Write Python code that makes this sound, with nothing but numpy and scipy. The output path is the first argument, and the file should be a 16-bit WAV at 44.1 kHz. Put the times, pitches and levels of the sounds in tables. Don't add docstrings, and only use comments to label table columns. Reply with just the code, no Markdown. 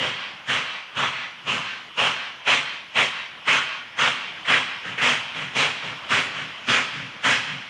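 import sys
import numpy as np
from scipy import signal
from scipy.fft import rfft, irfft, next_fast_len
from scipy.io import wavfile
from scipy.ndimage import uniform_filter1d

SR = 44100
rng = np.random.default_rng(int(sys.argv[2]) if len(sys.argv) > 2 else 0)


def rack_gain(trim_db):
    fader = np.asarray(trim_db, float)
    return 10 ** (fader / 20)


def wav_out(sig):
    wavfile.write(sys.argv[1], SR, np.round(np.clip(np.atleast_2d(sig).T, -1, 1) * 32767).astype(np.int16))


N = 339129
TIME = np.arange(N) / SR
FRAME_S, BIN_HZ = np.arange(N // 128 + 5) * 128 / SR, np.fft.rfftfreq(512, 1 / SR)

# (time [s], jet level [dB], blast length [s], ground echo delay [ms], ground echo depth [dB])
LOUD_BEATS = [(-.012, -24.5, .12, .83, 2), (0.48, -21, 0.12, 0.58, -1.5), (0.962, -22.5, 0.12, 0.42, 5.5),
              (1.469, -23, 0.13, 0.53, 4), (1.975, -19.5, 0.13, 0.52, 4), (2.467, -15.5, 0.11, 0.61, 3),
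              (2.956, -16.5, 0.1, 0.66, 1.5), (3.471, -17, .12, .21, 2.5), (3.983, -17.5, 0.12, 0.38, 3.5),
              (4.48, -17.5, 0.11, .27, 0.7), (5.013, -16.5, 0.13, 0.29, 2.5), (5.555, -17.5, 0.12, 0.58, 2),
              (6.098, -19, 0.12, 0.98, 0.7), (6.677, -18, .12, 1, 1.2), (7.239, -18.5, .12, 0.31, 3)]
# (time [s], jet level [dB], rise [s], blast length [s], boom level re jet [dB])
SOFT_BEATS = [
    (1.424, -43.5, 0.016, 0.074, -5.5),
    (4.448, -31, .002, 0.17, -38),
    (4.977, -24, 0.0029, 0.04, -20),
    (4.842, -31.5, 0.0072, 0.096, -10.5),
    (5.341, -30, 0.0097, 0.12, -11),
    (5.817, -31.5, 0.016, 0.11, -11.5),
    (6.337, -33, 0.015, 0.12, -10.5),
    (6.923, -35, 0.01, 0.12, -5.5),
    (7.451, -34.5, .02, 0.11, -6.5),
]
# (frequency [Hz], density [dB per Hz])
JET_COLOUR = [(250, -68), (330, -21), (470, -8), (750, -11.5), (1050, -6), (1550, -4.5), (2250, -2.5),
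              (2900, -2), (3300, -4), (3600, -12), (4200, -17.5), (5400, -85)]
# (frequency [Hz], gain [dB])
SOFT_TINT = [(500, 2), (900, -1), (1400, 1.5), (2200, 0), (3200, 0)]
# (frequency [Hz], density [dB per Hz])
HISS_COLOUR = [(3000, -25), (4000, -1), (5300, 0), (6600, -2), (8500, -11), (10000, -19), (11000, -26),
               (11800, -31), (15000, -41)]
# (frequency [Hz], width [Hz], level [dB])
LOUD_STACK = [(99, 16, -23), (135.4, 56, 1), (198.3, 17.6, -4.5), (250.7, 37, 1.5), (387, 31, -6),
              (493.4, 99, -15)]
# (frequency [Hz], width [Hz], level [dB])
SOFT_STACK = [(106, 38, -24.5), (139.4, 40, 4), (173.6, 19, -2), (263, 39, -8)]
# (time [s], level from the trees [dB], level from the yard [dB])
ECHO_LEVELS = [
    (0, -12.5, -14.5),
    (1.2, -11.5, -25),
    (3.8, -11.5, -17),
    (4.6, -16.5, -13),
    (5.6, -20.5, -13),
    (7.5, -23.5, -9.5),
]
# (frequency [Hz], gain [dB])
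ECHO_COLOUR = [(100, -6), (300, -8.5), (550, -1.5), (900, 3.5), (3000, 3), (4500, 6.5), (7000, -5.5),
               (11000, -3.5)]
# (time [s], level [dB])
LEAK_LEVELS = [
    (0, -42.5),
    (3.9, -41.5),
    (4.5, -37),
    (6, -36.5),
    (7.7, -40),
]
# (frequency [Hz], density [dB per Hz])
LEAK_COLOUR = [(24, -56), (40, -43.5), (125, 1.5), (249, -7.5), (431, -9), (1060, 0.5), (1590, 0),
               (3090, 2.5), (4320, -15.5), (5350, -15), (9020, -36), (10400, -32.5), (11700, -42),
               (15200, -67.5), (22000, -120)]
# (frequency [Hz], side level re middle [dB])
SIDE_COLOUR = [(30, -10), (100, -35), (300, -30.5), (1000, -31), (2500, -24.5), (4000, -21.5),
               (7000, -17.5), (11000, -7.5)]
# (frequency [Hz], density [dB per Hz])
MIC_HISS = [(30, -10), (300, -10), (8000, 0), (14500, 0), (16000, -30)]

USUAL_DB = -19
RISE_S, RISE_DB_PER_DB = 0.013, -0.27
BOOM_DB, BOOM_DB_PER_S, BOOM_FOLLOWS = -37.5, 0.34, 0.39
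UPPER_DB, UPPER_DB_PER_S = -2, 0.4
HISS_DB, HISS_DB_PER_S, NEAR_S, SOFT_HISS_DB = -15, 1.62, 4.77, -16
GROUND_FROM_HZ, GROUND_FADE_HZ = 260, 3400
LOW_HZ, LOW_EVENS, LOW_DB_PER_S = 550, 0.8, 0.56
TREES_S, TREES_SWELL_DB_PER_S, TREES_FALL_DB_PER_S = 0.2, 30, 188
FAR_DB, FAR_DB_PER_S = -18, 41
YARD_DB_PER_S = 50.5


def exhaust():
    s, db, length = np.transpose(LOUD_BEATS)[:3]
    harder_db = db - USUAL_DB
    loud = np.transpose([s, db, RISE_S * rack_gain(RISE_DB_PER_DB * harder_db), length])
    soft = np.array(SOFT_BEATS)
    both = np.vstack([loud, soft[:, :4]])

    crackle = evened(rack_gain(0.21 * wander(hz=252) + 0.18 * wander(hz=35)))
    roar = patchy(JET_COLOUR, patchy_db=2.0) + 0.34 * shocks(per_s=400, spread_db=2.5)
    soft_roar = colour(roar[::-1], SOFT_TINT)
    jet = 0
    for beats, noise in ((loud, roar), (soft, soft_roar)):
        jet = jet + noise * blasts(beats, np.zeros(len(beats)), lag=0.0015, slow=0.67, build=0.2, fall_db=192.5)

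    loud_hiss_db = HISS_DB + HISS_DB_PER_S * np.maximum(s - NEAR_S, 0)
    hiss_db = np.append(loud_hiss_db, np.full(len(soft), SOFT_HISS_DB))
    hiss = blasts(both, hiss_db, lag=0.0016, slow=0.91, build=0.39, fall_db=150)
    hiss = hiss * patchy(HISS_COLOUR, patchy_db=1.5)

    boom_db = BOOM_DB + BOOM_DB_PER_S * s + BOOM_FOLLOWS * harder_db - db
    boom = blasts(loud, boom_db, lag=0.002, slow=0.32, build=0.045, fall_db=130, linger=0.011)
    boom = boom * stack(LOUD_STACK, steady=0.046, upper_db=UPPER_DB + UPPER_DB_PER_S * TIME)
    thump = blasts(soft, soft[:, 4], lag=0.013, slow=0.6, build=0.18, fall_db=264, linger=0.019)
    thump = thump * stack(SOFT_STACK, steady=0.98, upper_db=7)
    return (jet + hiss) * crackle + boom + thump


def blasts(beats, extra_db, lag, slow, build, fall_db, linger=0):
    s, db, rise, length = np.transpose(beats)[:4, :, None]
    since = TIME[::64] - s - lag
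    opening = rack_gain(np.clip(7 - 11 * since / (slow * rise + 0.002), -60, 90))
    growing = 1 - build * np.exp(-np.maximum(since, 0) / 0.077)
    closing = rack_gain(np.clip(6.5 + fall_db * (since - length - linger), -60, 90))
    power = (rack_gain(db + extra_db[:, None]) * growing) ** 2
    power = power / (1 + opening ** 2) / np.sqrt(1 + closing ** 4)
    return np.interp(TIME, TIME[::64], np.sqrt(power.sum(0)))


def shocks(per_s, spread_db):
    size = rack_gain(spread_db * np.minimum(rng.exponential(1, N), 3)) * rng.choice([-1., 1.], N)
    struck = rng.random(N) < per_s / SR
    return evened(colour(size * struck, JET_COLOUR))


def stack(modes, steady, upper_db):
    draught, pipe = rng.standard_normal(N), 0
    for hz, width, db in modes:
        peak = signal.iirpeak(hz, hz / width, SR)
        ring = evened(signal.lfilter(*peak, signal.lfilter(*peak, draught)))
        ring = ring / (uniform_filter1d(ring ** 2, size=700) + 0.05) ** (steady / 2)
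        pipe = pipe + rack_gain(db + upper_db * (hz > 220)) * evened(ring)
    return evened(pipe)


def ground(x):
    s, db, length, delay_ms, depth_db = np.transpose(LOUD_BEATS)
    hz = BIN_HZ[:, None]
    turns = np.outer(BIN_HZ, delay_ms) / 1000
    comb = -depth_db * np.cos(2 * np.pi * turns)
    comb = comb / (1 + (hz / GROUND_FADE_HZ) ** 4 + (GROUND_FROM_HZ / (hz + 1)) ** 4)
    low_db = LOW_DB_PER_S * (s - s.mean()) - LOW_EVENS * (db - USUAL_DB)
    comb = comb + low_db / (1 + (hz / LOW_HZ) ** 4)
    z = signal.stft(x, nperseg=512, noverlap=384)[2]
    bend_db = np.array([np.interp(FRAME_S[:z.shape[1]], s + length / 2, row) for row in comb])
    return signal.istft(z * rack_gain(bend_db), nperseg=512, noverlap=384)[1][:N]


def echoes(x):
    at = np.arange(400, SR - 20, 20) + rng.integers(0, 20, (2, (SR - 401) // 20))
    trees_s, yard_s = at / SR
    near_db = TREES_SWELL_DB_PER_S * np.minimum(trees_s, TREES_S)
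    near_db = near_db - TREES_FALL_DB_PER_S * np.maximum(trees_s - TREES_S, 0)
    trees_db = np.maximum(near_db, FAR_DB - FAR_DB_PER_S * trees_s)
    yard_db = -YARD_DB_PER_S * yard_s
    even = x * rack_gain(USUAL_DB - np.interp(TIME, *np.transpose(LOUD_BEATS)[:2]))
    s, *levels = np.transpose(ECHO_LEVELS)
    back = 0
    for place, profile_db, level_db in zip(at, (trees_db, yard_db), levels):
        taps = np.zeros(SR)
        taps[place] = rng.choice([-1., 1.], place.shape) * rack_gain(profile_db)
        sent = even * rack_gain(np.interp(TIME, s, level_db))
        back = back + signal.fftconvolve(sent, taps / np.linalg.norm(taps))[:N]
    return colour(back, ECHO_COLOUR)


def leak():
    level_db = np.interp(TIME, *np.transpose(LEAK_LEVELS)) + 0.27 * wander(hz=4.2)
    return patchy(LEAK_COLOUR, patchy_db=2.0) * rack_gain(level_db)


def patchy(points, patchy_db):
    a, b, patches = rng.standard_normal((len(FRAME_S), 257, 3)).T
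    patches = uniform_filter1d(patches, size=7, axis=0)
    patches = evened(uniform_filter1d(patches, size=24, axis=1))
    z = (a + 1j * b) * rack_gain(read(points, BIN_HZ)[:, None] + patchy_db * patches)
    return evened(signal.istft(z, nperseg=512, noverlap=384)[1][:N])


def wander(hz):
    lowpass = signal.butter(2, hz, fs=SR, output="sos")
    return evened(signal.sosfilt(lowpass, rng.standard_normal(N)))


def colour(x, points):
    size = next_fast_len(x.shape[-1])
    gain = rack_gain(read(points, np.fft.rfftfreq(size, 1 / SR)))
    return irfft(rfft(x, size) * gain, size)[..., :x.shape[-1]]


def read(points, hz):
    f, value = np.transpose(points)
    return np.interp(np.log(hz + 1), np.log(f + 1), value)


def evened(x):
    return x / np.sqrt(np.mean(x ** 2) + 1e-20)


def scene():
    engines = exhaust()
    middle = ground(engines) + echoes(engines) + leak()
    scatter = rng.standard_normal(3000) * rack_gain(-np.arange(3000) / 60)
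    scattered = signal.oaconvolve(middle, scatter / np.linalg.norm(scatter))[:N]
    side = colour(0.77 * scattered - 0.55 * middle, SIDE_COLOUR)
    return np.array([middle + side, middle - side])


def thinned(x, loud, limit_db, share, tilt_db, whim_db, low_hz, size):
    hz, _, z = signal.stft(x, SR, nperseg=2048, noverlap=1024)
    loud_z = signal.stft(loud, SR, nperseg=2048, noverlap=1024)[2]
    frame_db = 10 * np.log10((abs(loud_z) ** 2).sum(0) + 1e-12)
    band_db = 10 * np.log10(uniform_filter1d(abs(z) ** 2, size=size, axis=0) + 1e-20)
    limit = limit_db + share * (frame_db + 27.5) + whim_db * rng.standard_normal(len(frame_db))
    tilted_db = band_db + tilt_db * abs(np.log2(hz / 2500 + 0.01))[:, None]
    keep = (tilted_db > limit) | (hz < low_hz)[:, None]
    return signal.istft(z * keep, SR, nperseg=2048, noverlap=1024)[1][:N]


def band_limit(x):
    return signal.sosfilt(signal.butter(12, 14800, fs=SR, output="sos"), x)


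def record(dry):
    hiss = rack_gain(-76) * evened(colour(rng.standard_normal(N), MIC_HISS))
    bass_cut = signal.butter(3, 62, "high", fs=SR, output="sos")
    left, right = signal.sosfilt(bass_cut, dry + hiss)
    middle, side = (left + right) / 2, (left - right) / 2
    side = thinned(side, middle, limit_db=-73, share=0.05, tilt_db=7, whim_db=5, low_hz=60, size=16)
    middle = thinned(middle, middle, limit_db=-89, share=0.88, tilt_db=0, whim_db=1, low_hz=9200, size=1)
    return band_limit(np.array([middle + side, middle - side]))


dry = scene()
out = record(dry)
wav_out(out)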